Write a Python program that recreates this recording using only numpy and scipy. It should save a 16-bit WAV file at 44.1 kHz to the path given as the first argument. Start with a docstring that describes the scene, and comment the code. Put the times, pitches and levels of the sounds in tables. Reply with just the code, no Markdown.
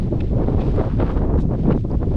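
"""Wind buffets a microphone carried across open moorland.
From the start: a low, lumpy rumble of large eddies that brightens as the flow quickens and small eddies
tear at the port, over a hiss of grass and clothing and a steady far hiss of wind, all filtered noise.
Soon come thuds (short sine bursts), slaps (single suck-push pulses), low puffs and grainy scuffs of
walking; then rough rasps at the port and a few light ticks of pack fittings (noise bursts)."""
import sys
import numpy as np
from scipy import signal
from scipy.fft import rfft, irfft
from scipy.io import wavfile
from scipy.ndimage import uniform_filter1d, minimum_filter1d

SR = 44100
rng = np.random.default_rng(int(sys.argv[2]) if len(sys.argv) > 2 else 0)


def log_audio(samples):
    """Write samples as a 16-bit WAV file to the path given in sys.argv[1]."""
    # one column per channel
    frames = np.atleast_2d(samples).T
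    # limit to full scale, then quantise
    limited = np.clip(frames, -1, 1)
    pcm = np.round(limited * 32767).astype(np.int16)
    wavfile.write(sys.argv[1], SR, pcm)


N = 95256
TIME, FREQ = np.arange(N) / SR, np.fft.rfftfreq(N, 1 / SR)


def amp(db):
    """Decibels to gain."""
    return 10 ** (np.asarray(db) / 20)


def unit(x):
    """Scales to rms 1."""
    return x / np.sqrt(np.mean(x ** 2) + 1e-20)


def over_hz(points, hz):
    """Reads a table on a log-frequency axis."""
    point_hz, value = np.transpose(points)
    return np.interp(np.log(hz + 1), np.log(point_hz + 1), value)


def over_time(points):
    """Reads a curve at every sample."""
    return np.interp(TIME, *np.transpose(points))


def noise(shape_db):
    """Random-phase noise of rms 1 with the given spectrum."""
    phase = np.exp(2j * np.pi * rng.random(len(FREQ)))
    return unit(irfft(amp(shape_db) * phase, N))


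def wobble(rate_hz):
    """Random drift of rms 1, rolled off above the rate."""
    return noise(-10 * np.log10(1 + (FREQ / rate_hz) ** 4))


def steadied(x):
    """Evens out the slow chance swells of a noise band."""
    power = unit(x) ** 2
    for _ in range(2):
        power = uniform_filter1d(power, size=1400)
    return x / np.sqrt(abs(power) + 1e-9)


def swell(at_s, half_s):
    """Bell-shaped envelope; half_s is its standard deviation."""
    return np.exp(-.5 * ((TIME - at_s) / half_s) ** 2)


# flow strength, low rumble, deepest pressure swings: [time_s, level_db]
FLOW_LEVEL = [(0.01, -40.5), (0.055, -41.5), (0.08, -32.5), (0.1, -49), (0.125, -35), (0.15, -33.5),
              (0.19, -38.5), (0.24, -37.5), (0.25, -44), (0.3, -42.5), (0.34, -33), (0.35, -33.5),
              (0.37, -31), (0.41, -28.5), (0.44, -30), (0.465, -33.5), (0.48, -27), (0.54, -30.5),
              (0.55, -29), (0.56, -38), (0.59, -26.5), (0.67, -33.5), (0.69, -29.5), (0.71, -38.5),
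              (0.76, -29.5), (0.8, -27), (0.83, -28.5), (0.88, -26.5), (0.91, -52), (0.965, -49.5),
              (1.0, -27), (1.03, -23.5), (1.05, -33.5), (1.11, -30), (1.16, -34.5), (1.17, -28),
              (1.2, -36.5), (1.23, -25), (1.26, -32.5), (1.36, -27.5), (1.41, -43.5), (1.45, -36),
              (1.48, -47), (1.5, -32.5), (1.555, -26.5), (1.57, -42), (1.6, -37.5), (1.62, -44.5),
              (1.66, -30.5), (1.67, -32), (1.7, -23.5), (1.74, -35.5), (1.75, -29), (1.83, -64),
              (1.85, -31), (1.87, -46.5), (1.92, -29), (1.93, -32), (1.95, -31.5), (1.98, -55.5),
              (2.02, -31), (2.1, -43), (2.12, -35), (2.15, -33)]
RUMBLE_LEVEL = [(0.01, -25), (0.055, -21), (0.09, -31), (0.12, -20), (0.17, -24.5), (0.245, -25.5),
                (0.29, -28), (0.33, -23.5), (0.38, -25), (0.43, -18), (0.465, -28.5), (0.58, -23),
                (0.69, -20), (0.72, -28.5), (0.8, -16), (0.85, -32), (0.9, -28.5), (0.97, -17.5),
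                (1.05, -20.5), (1.09, -29.5), (1.18, -23), (1.24, -21), (1.29, -23), (1.43, -21.5),
                (1.5, -20), (1.57, -25), (1.68, -15), (1.78, -24), (1.9, -27.5), (1.95, -17.5), (1.98, -25),
                (2.07, -23), (2.15, -20)]
DEEP_LEVEL = [(0.01, -15.5), (0.06, -27), (0.14, -27), (0.25, -17), (0.32, -27), (0.365, -17.5),
              (0.42, -22), (0.47, -16.5), (0.51, -25), (0.59, -15), (0.65, -26.5), (0.7, -17),
              (0.79, -17.5), (0.86, -28.5), (0.93, -22.5), (0.99, -25), (1.1, -20.5), (1.19, -20),
              (1.24, -18.5), (1.33, -18.5), (1.36, -18), (1.44, -20), (1.57, -29), (1.65, -21.5),
              (1.71, -18), (1.8, -24.5), (1.88, -27.5), (1.92, -22), (1.96, -23), (2.01, -23),
              (2.15, -19.5)]
USUAL_FLOW_DB, USUAL_RUMBLE_DB, USUAL_DEEP_DB = -30.5, -21, -19.5
# buffeting spectrum at usual flow: [freq_hz, density_db]
BUFFET_SPECTRUM = [(8, -4.5), (22, 0.5), (45, 0.5), (80, -3), (125, -5), (180, -7), (270, -9.5),
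                   (420, -13.5), (650, -21.5), (1000, -30), (1500, -43), (2200, -53.5), (4000, -69),
                   (9000, -93.5)]
# how far each eddy size follows each level: [freq_hz, follow_db_per_db]
FOLLOW_FLOW = [(40, 0), (120, -0.2), (250, 0.25), (500, 0.82), (1000, 1.2235), (2000, 1.32), (4000, 1.33)]
FOLLOW_RUMBLE = [(60, 0.087), (125, 0.83), (250, 0.55), (500, 0.25)]
FOLLOW_DEEP = [(60, 0.83), (125, 0.046)]
BUFFET_DB, FLUTTER_RMS_DB, FLUTTER_HZ = -17.5, 2, 87.5


def buffeting():
    """Turbulent pressure by octave: large eddies swell on their own, small ones follow the fluttering flow."""
    flow_db = over_time(FLOW_LEVEL) - USUAL_FLOW_DB + FLUTTER_RMS_DB * wobble(FLUTTER_HZ)
    rumble_db = over_time(RUMBLE_LEVEL) - USUAL_RUMBLE_DB
    deep_db = over_time(DEEP_LEVEL) - USUAL_DEEP_DB
    pressure = rfft(noise(over_hz(BUFFET_SPECTRUM, FREQ)))
    centres_hz = 31.25 * 2. ** np.arange(9)
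    out = np.zeros(N)
    for hz, own in zip(centres_hz, np.eye(len(centres_hz))):
        band = over_hz(np.c_[centres_hz, own], FREQ)  # 1 at its own centre, 0 at the others
        eddies = steadied(irfft(pressure * band, N))
        level_db = over_hz(FOLLOW_FLOW, hz) * flow_db
        level_db = level_db + over_hz(FOLLOW_RUMBLE, hz) * rumble_db
        level_db = level_db + over_hz(FOLLOW_DEEP, hz) * deep_db
        out += eddies * amp(level_db)
    return amp(BUFFET_DB) * out


# grass and clothing level: [time_s, level_db]
HISS_LEVEL = [(0, -53), (.1, -58.5), (.18, -58), (.25, -54), (.35, -59.5), (.48, -54.5), (.57, -56),
              (.66, -50), (.8, -52.5), (.96, -55.5), (1.02, -54.5), (1.11, -51.5), (1.3, -69.5),
              (1.49, -66.5), (1.6, -55), (1.8, -60.5), (1.87, -66.5), (1.92, -63), (2.16, -57)]
# its spectrum: [freq_hz, density_db]
HISS_SPECTRUM = [(300, -5), (1000, -0.5), (2000, 1), (3500, -1.5), (5000, -8), (7000, -20), (10000, -24.5),
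                 (12000, -40)]
HISS_GRAIN_RMS_DB, HISS_GRAIN_HZ = 2, 200


def hiss():
    """Grass and clothing brush softly, with a fine grain."""
    level_db = over_time(HISS_LEVEL) + HISS_GRAIN_RMS_DB * wobble(HISS_GRAIN_HZ)
    return noise(over_hz(HISS_SPECTRUM, FREQ)) * amp(level_db)


# far wind spectrum: [freq_hz, density_db]
MOOR_SPECTRUM = [(300, 1.5), (1500, -7), (4500, -6), (6500, -8), (8000, -14.5), (11000, -21.5),
                 (12500, -33.5)]
MOOR_DB = -65.5


def moor():
    """Distant wind in the heather, smooth and steady."""
    return amp(MOOR_DB) * noise(over_hz(MOOR_SPECTRUM, FREQ))


# large eddies thudding on the microphone: [centre_s, level_db, pitch_hz, half_s]
THUDS = [(0.077, -12.5, 121, 0.0057), (0.124, -21, 348, 0.0085), (0.129, -25, 600, 0.0059),
         (0.163, -11.5, 111, 0.0085), (0.332, -16, 60, 0.017), (0.335, -25.5, 600, 0.0038),
         (0.371, -23.5, 540, 0.0048), (0.371, -15.5, 121, 0.011), (.439, -13.5, 55, 0.015),
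         (0.521, -13, 111, 0.003), (0.556, -15, 78, 0.0098), (0.684, -15.5, 132, 0.0079),
         (0.689, -21, 387.7, .007), (0.775, -10.5, 111, 0.0043), (0.783, -18, 480, .004),
         (0.8, -21, 368, 0.003), (0.802, -16.5, 78, 0.017), (.814, -15.5, 658, .002),
         (0.866, -14.5, 111, 0.01), (0.939, -16, 215, 0.0034), (1.003, -12.5, 93, .013),
         (1.036, -23, 355, 0.006), (1.046, -13, 60, 0.013), (1.16, -15.5, 55, 0.018),
         (1.218, -16, 224, 0.0034), (1.233, -22.5, 412, .007), (1.342, -10, 281.4, 0.0027),
         (1.361, -16, 72, 0.015), (1.361, -16.5, 453.4, 0.0023), (1.388, -9, 205, 0.0017),
         (1.454, -13.5, 205, 0.0028), (1.534, -15, 121, 0.015), (1.657, -12.5, 172, 0.0073),
         (1.683, -6, 244, 0.0024), (1.697, -4, 244, 0.0016), (1.7, -16.5, 452, 0.0034),
         (1.717, -11.5, 347, 0.0018), (1.721, -9.5, 144, 0.0042), (1.75, -9, 244, 0.0014),
         (1.758, -20.5, 387, 0.0049), (1.762, -13.5, 244, 0.0039), (1.962, -15, 60, .009),
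         (2.08, -23.5, 102, 0.014), (2.119, -21.5, 55, 0.019)]


def thuds():
    """A large eddy rocks the pressure in a short sine burst: a dull lump in the rumble."""
    out = np.zeros(N)
    for at_s, level_db, pitch_hz, half_s in THUDS:
        swing = np.sin(2 * np.pi * (pitch_hz * TIME + rng.random()))
        out += amp(level_db) * swell(at_s, half_s) * swing
    return out


# single eddies slapping the port: [centre_s, level_db, width_s]
SLAPS = [(0.127, -15, 0.0006), (0.476, -21, 0.00059), (0.485, -9.5, 0.00054), (.548, -11, 0.00059),
         (1.004, -20, 0.00016), (1.03, -18.5, 0.00046), (1.106, -22.5, 0.0002), (1.165, -15.5, 0.00051),
         (1.219, -22, 0.00032), (1.339, -14.5, 0.00043), (1.703, -20.5, 0.00039), (1.712, -26.5, 0.00017),
         (1.777, -19, 0.00037), (1.851, -13.5, 0.00066), (2.03, -16.5, 0.00034)]


def slaps():
    """A vortex crossing the port gives one quick suck and push."""
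    out = np.zeros(N)
    for at_s, level_db, width_s in SLAPS:
        u = (TIME - at_s) / width_s
        out += amp(level_db) * 2 * u / (1 + u ** 2) * np.exp(-(u / 4) ** 2)
    return out


# soft low puffs: [centre_s, level_db, half_s]
PUFFS = [(0.132, -23, 0.0073), (0.24, -24.5, 0.0097), (0.33, -23, 0.013), (0.389, -25.5, 0.011),
         (0.502, -21, 0.011), (1.017, -21, .014), (1.306, -28, .008), (1.597, -22.5, 0.0087),
         (2.077, -23.5, 0.0066)]
# their spectrum: [freq_hz, density_db]
PUFF_SPECTRUM = [(60, -22), (150, 1), (280, 5), (450, -2.5), (700, -28.5), (1200, -41), (4000, -77)]


def puffs():
    """Mid-sized eddies roll past with a soft flap: one steadied noise under bell envelopes."""
    air = steadied(noise(over_hz(PUFF_SPECTRUM, FREQ)))
    return air * sum(amp(level_db) * swell(at_s, half_s) for at_s, level_db, half_s in PUFFS)


# scuffs of boots and pack: [centre_s, level_db, half_s, tilt_db_per_octave]
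SCUFFS = [(0.209, -35.5, 0.0035, -6), (0.615, -45.5, 0.015, -4), (1.401, -47, .003, -9),
          (1.418, -55, 0.016, -7), (1.406, -56.5, 0.021, 12), (1.722, -47, 0.0026, -2),
          (1.79, -63, 0.032, 10)]
# their spectrum before tilt: [freq_hz, density_db]
SCUFF_SPECTRUM = [(400, -33), (1300, -5), (2250, -0.5), (2580, 10.5), (2850, 1), (3600, 5.5), (4300, -3),
                  (5500, -8.5), (8000, -21), (12000, -40)]
SCUFF_GRAIN_RMS_DB, SCUFF_GRAIN_HZ = 3, 400


def scuffs():
    """Short grainy rubs that swell and die away."""
    out, octaves = np.zeros(N), np.log2(FREQ + 1)
    for at_s, level_db, half_s, tilt_db in SCUFFS:
        rub = noise(over_hz(SCUFF_SPECTRUM, FREQ) + tilt_db * octaves)
        grain_db = SCUFF_GRAIN_RMS_DB * wobble(SCUFF_GRAIN_HZ)
        out += rub * amp(level_db + grain_db) * swell(at_s, half_s)
    return out


# rasps of air tearing at the port: [centre_s, level_db, half_s, cavity_ring_db]
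TEARS = [(0.434, -43.5, 0.0069, 2), (0.478, -46, 0.0046, -2), (0.797, -36.5, .018, 0),
         (0.843, -38.5, 0.009, -2), (0.916, -43, 0.027, 5), (1.002, -33, .003, 4),
         (1.019, -33.5, 0.019, 1.5), (1.072, -39, 0.014, 3), (1.107, -37, 0.011, 0.5),
         (1.179, -38.5, 0.018, -2), (1.39, -41, 0.012, 1), (1.711, -32, 0.0047, 0),
         (1.727, -34.5, 0.0042, 14), (2.033, -43.5, 0.0028, -7)]
# their spectrum without the cavity: [freq_hz, density_db]
TEAR_SPECTRUM = [(300, -11.5), (900, 6.5), (1400, 2), (2200, -12), (4000, -20), (6000, -40.5), (10000, -62)]
TEAR_GRAIN_RMS_DB, TEAR_GRAIN_HZ = 3.5, 251
PORT_HZ, PORT_HALF_WIDTH_HZ = 2570, 300


def tears():
    """Brief rough rasps as fast air breaks up on the port; its cavity lifts or dips a band in each."""
    out = np.zeros(N)
    cavity = 1 / (1 + ((FREQ - PORT_HZ) / PORT_HALF_WIDTH_HZ) ** 2)
    for at_s, level_db, half_s, ring_db in TEARS:
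        rasp = noise(over_hz(TEAR_SPECTRUM, FREQ) + ring_db * cavity)
        out += rasp * amp(level_db) * swell(at_s, half_s)
    return out * amp(TEAR_GRAIN_RMS_DB * wobble(TEAR_GRAIN_HZ))


# light ticks of pack fittings: [centre_s, level_db, ring_hz, width_hz, half_s]
TICKS = [(0.763, -44, 3200, 2200, 0.00054), (1.901, -58.5, 6900, 1300, 0.00065),
         (1.915, -53.5, 4720, 420, .0016)]


def ticks():
    """Pack fittings knock lightly: tiny noise clicks, each in its own band."""
    out = np.zeros(N)
    for at_s, level_db, ring_hz, width_hz, half_s in TICKS:
        click = noise(-20 * np.log10(1 + ((FREQ - ring_hz) / width_hz) ** 2))
        out += amp(level_db) * swell(at_s, half_s) * click
    return out


def scene():
    """Everything at one microphone."""
    wind = buffeting() + hiss() + moor()
    eddies = thuds() + slaps() + puffs() + tears()
    walking = scuffs() + ticks()
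    return (wind + eddies + walking)[None]


LIMIT_DB, LIMIT_HOLD_S, EDGE_HZ = -6.5, .008, 11900


def record(dry):
    """A quick limiter holds down the hardest buffets; then a low-pass sets the band limit."""
    hold = max(int(LIMIT_HOLD_S * SR), 2)
    gain = np.minimum(1, amp(LIMIT_DB) / (abs(dry) + 1e-9))
    gain = minimum_filter1d(gain, hold)
    for _ in range(2):
        gain = uniform_filter1d(gain, hold // 2)
    low_pass = signal.firwin(255, EDGE_HZ, window=("kaiser", 9), fs=SR)
    return signal.oaconvolve(dry * gain, low_pass[None], "same")


dry = scene()
out = record(dry)
log_audio(out)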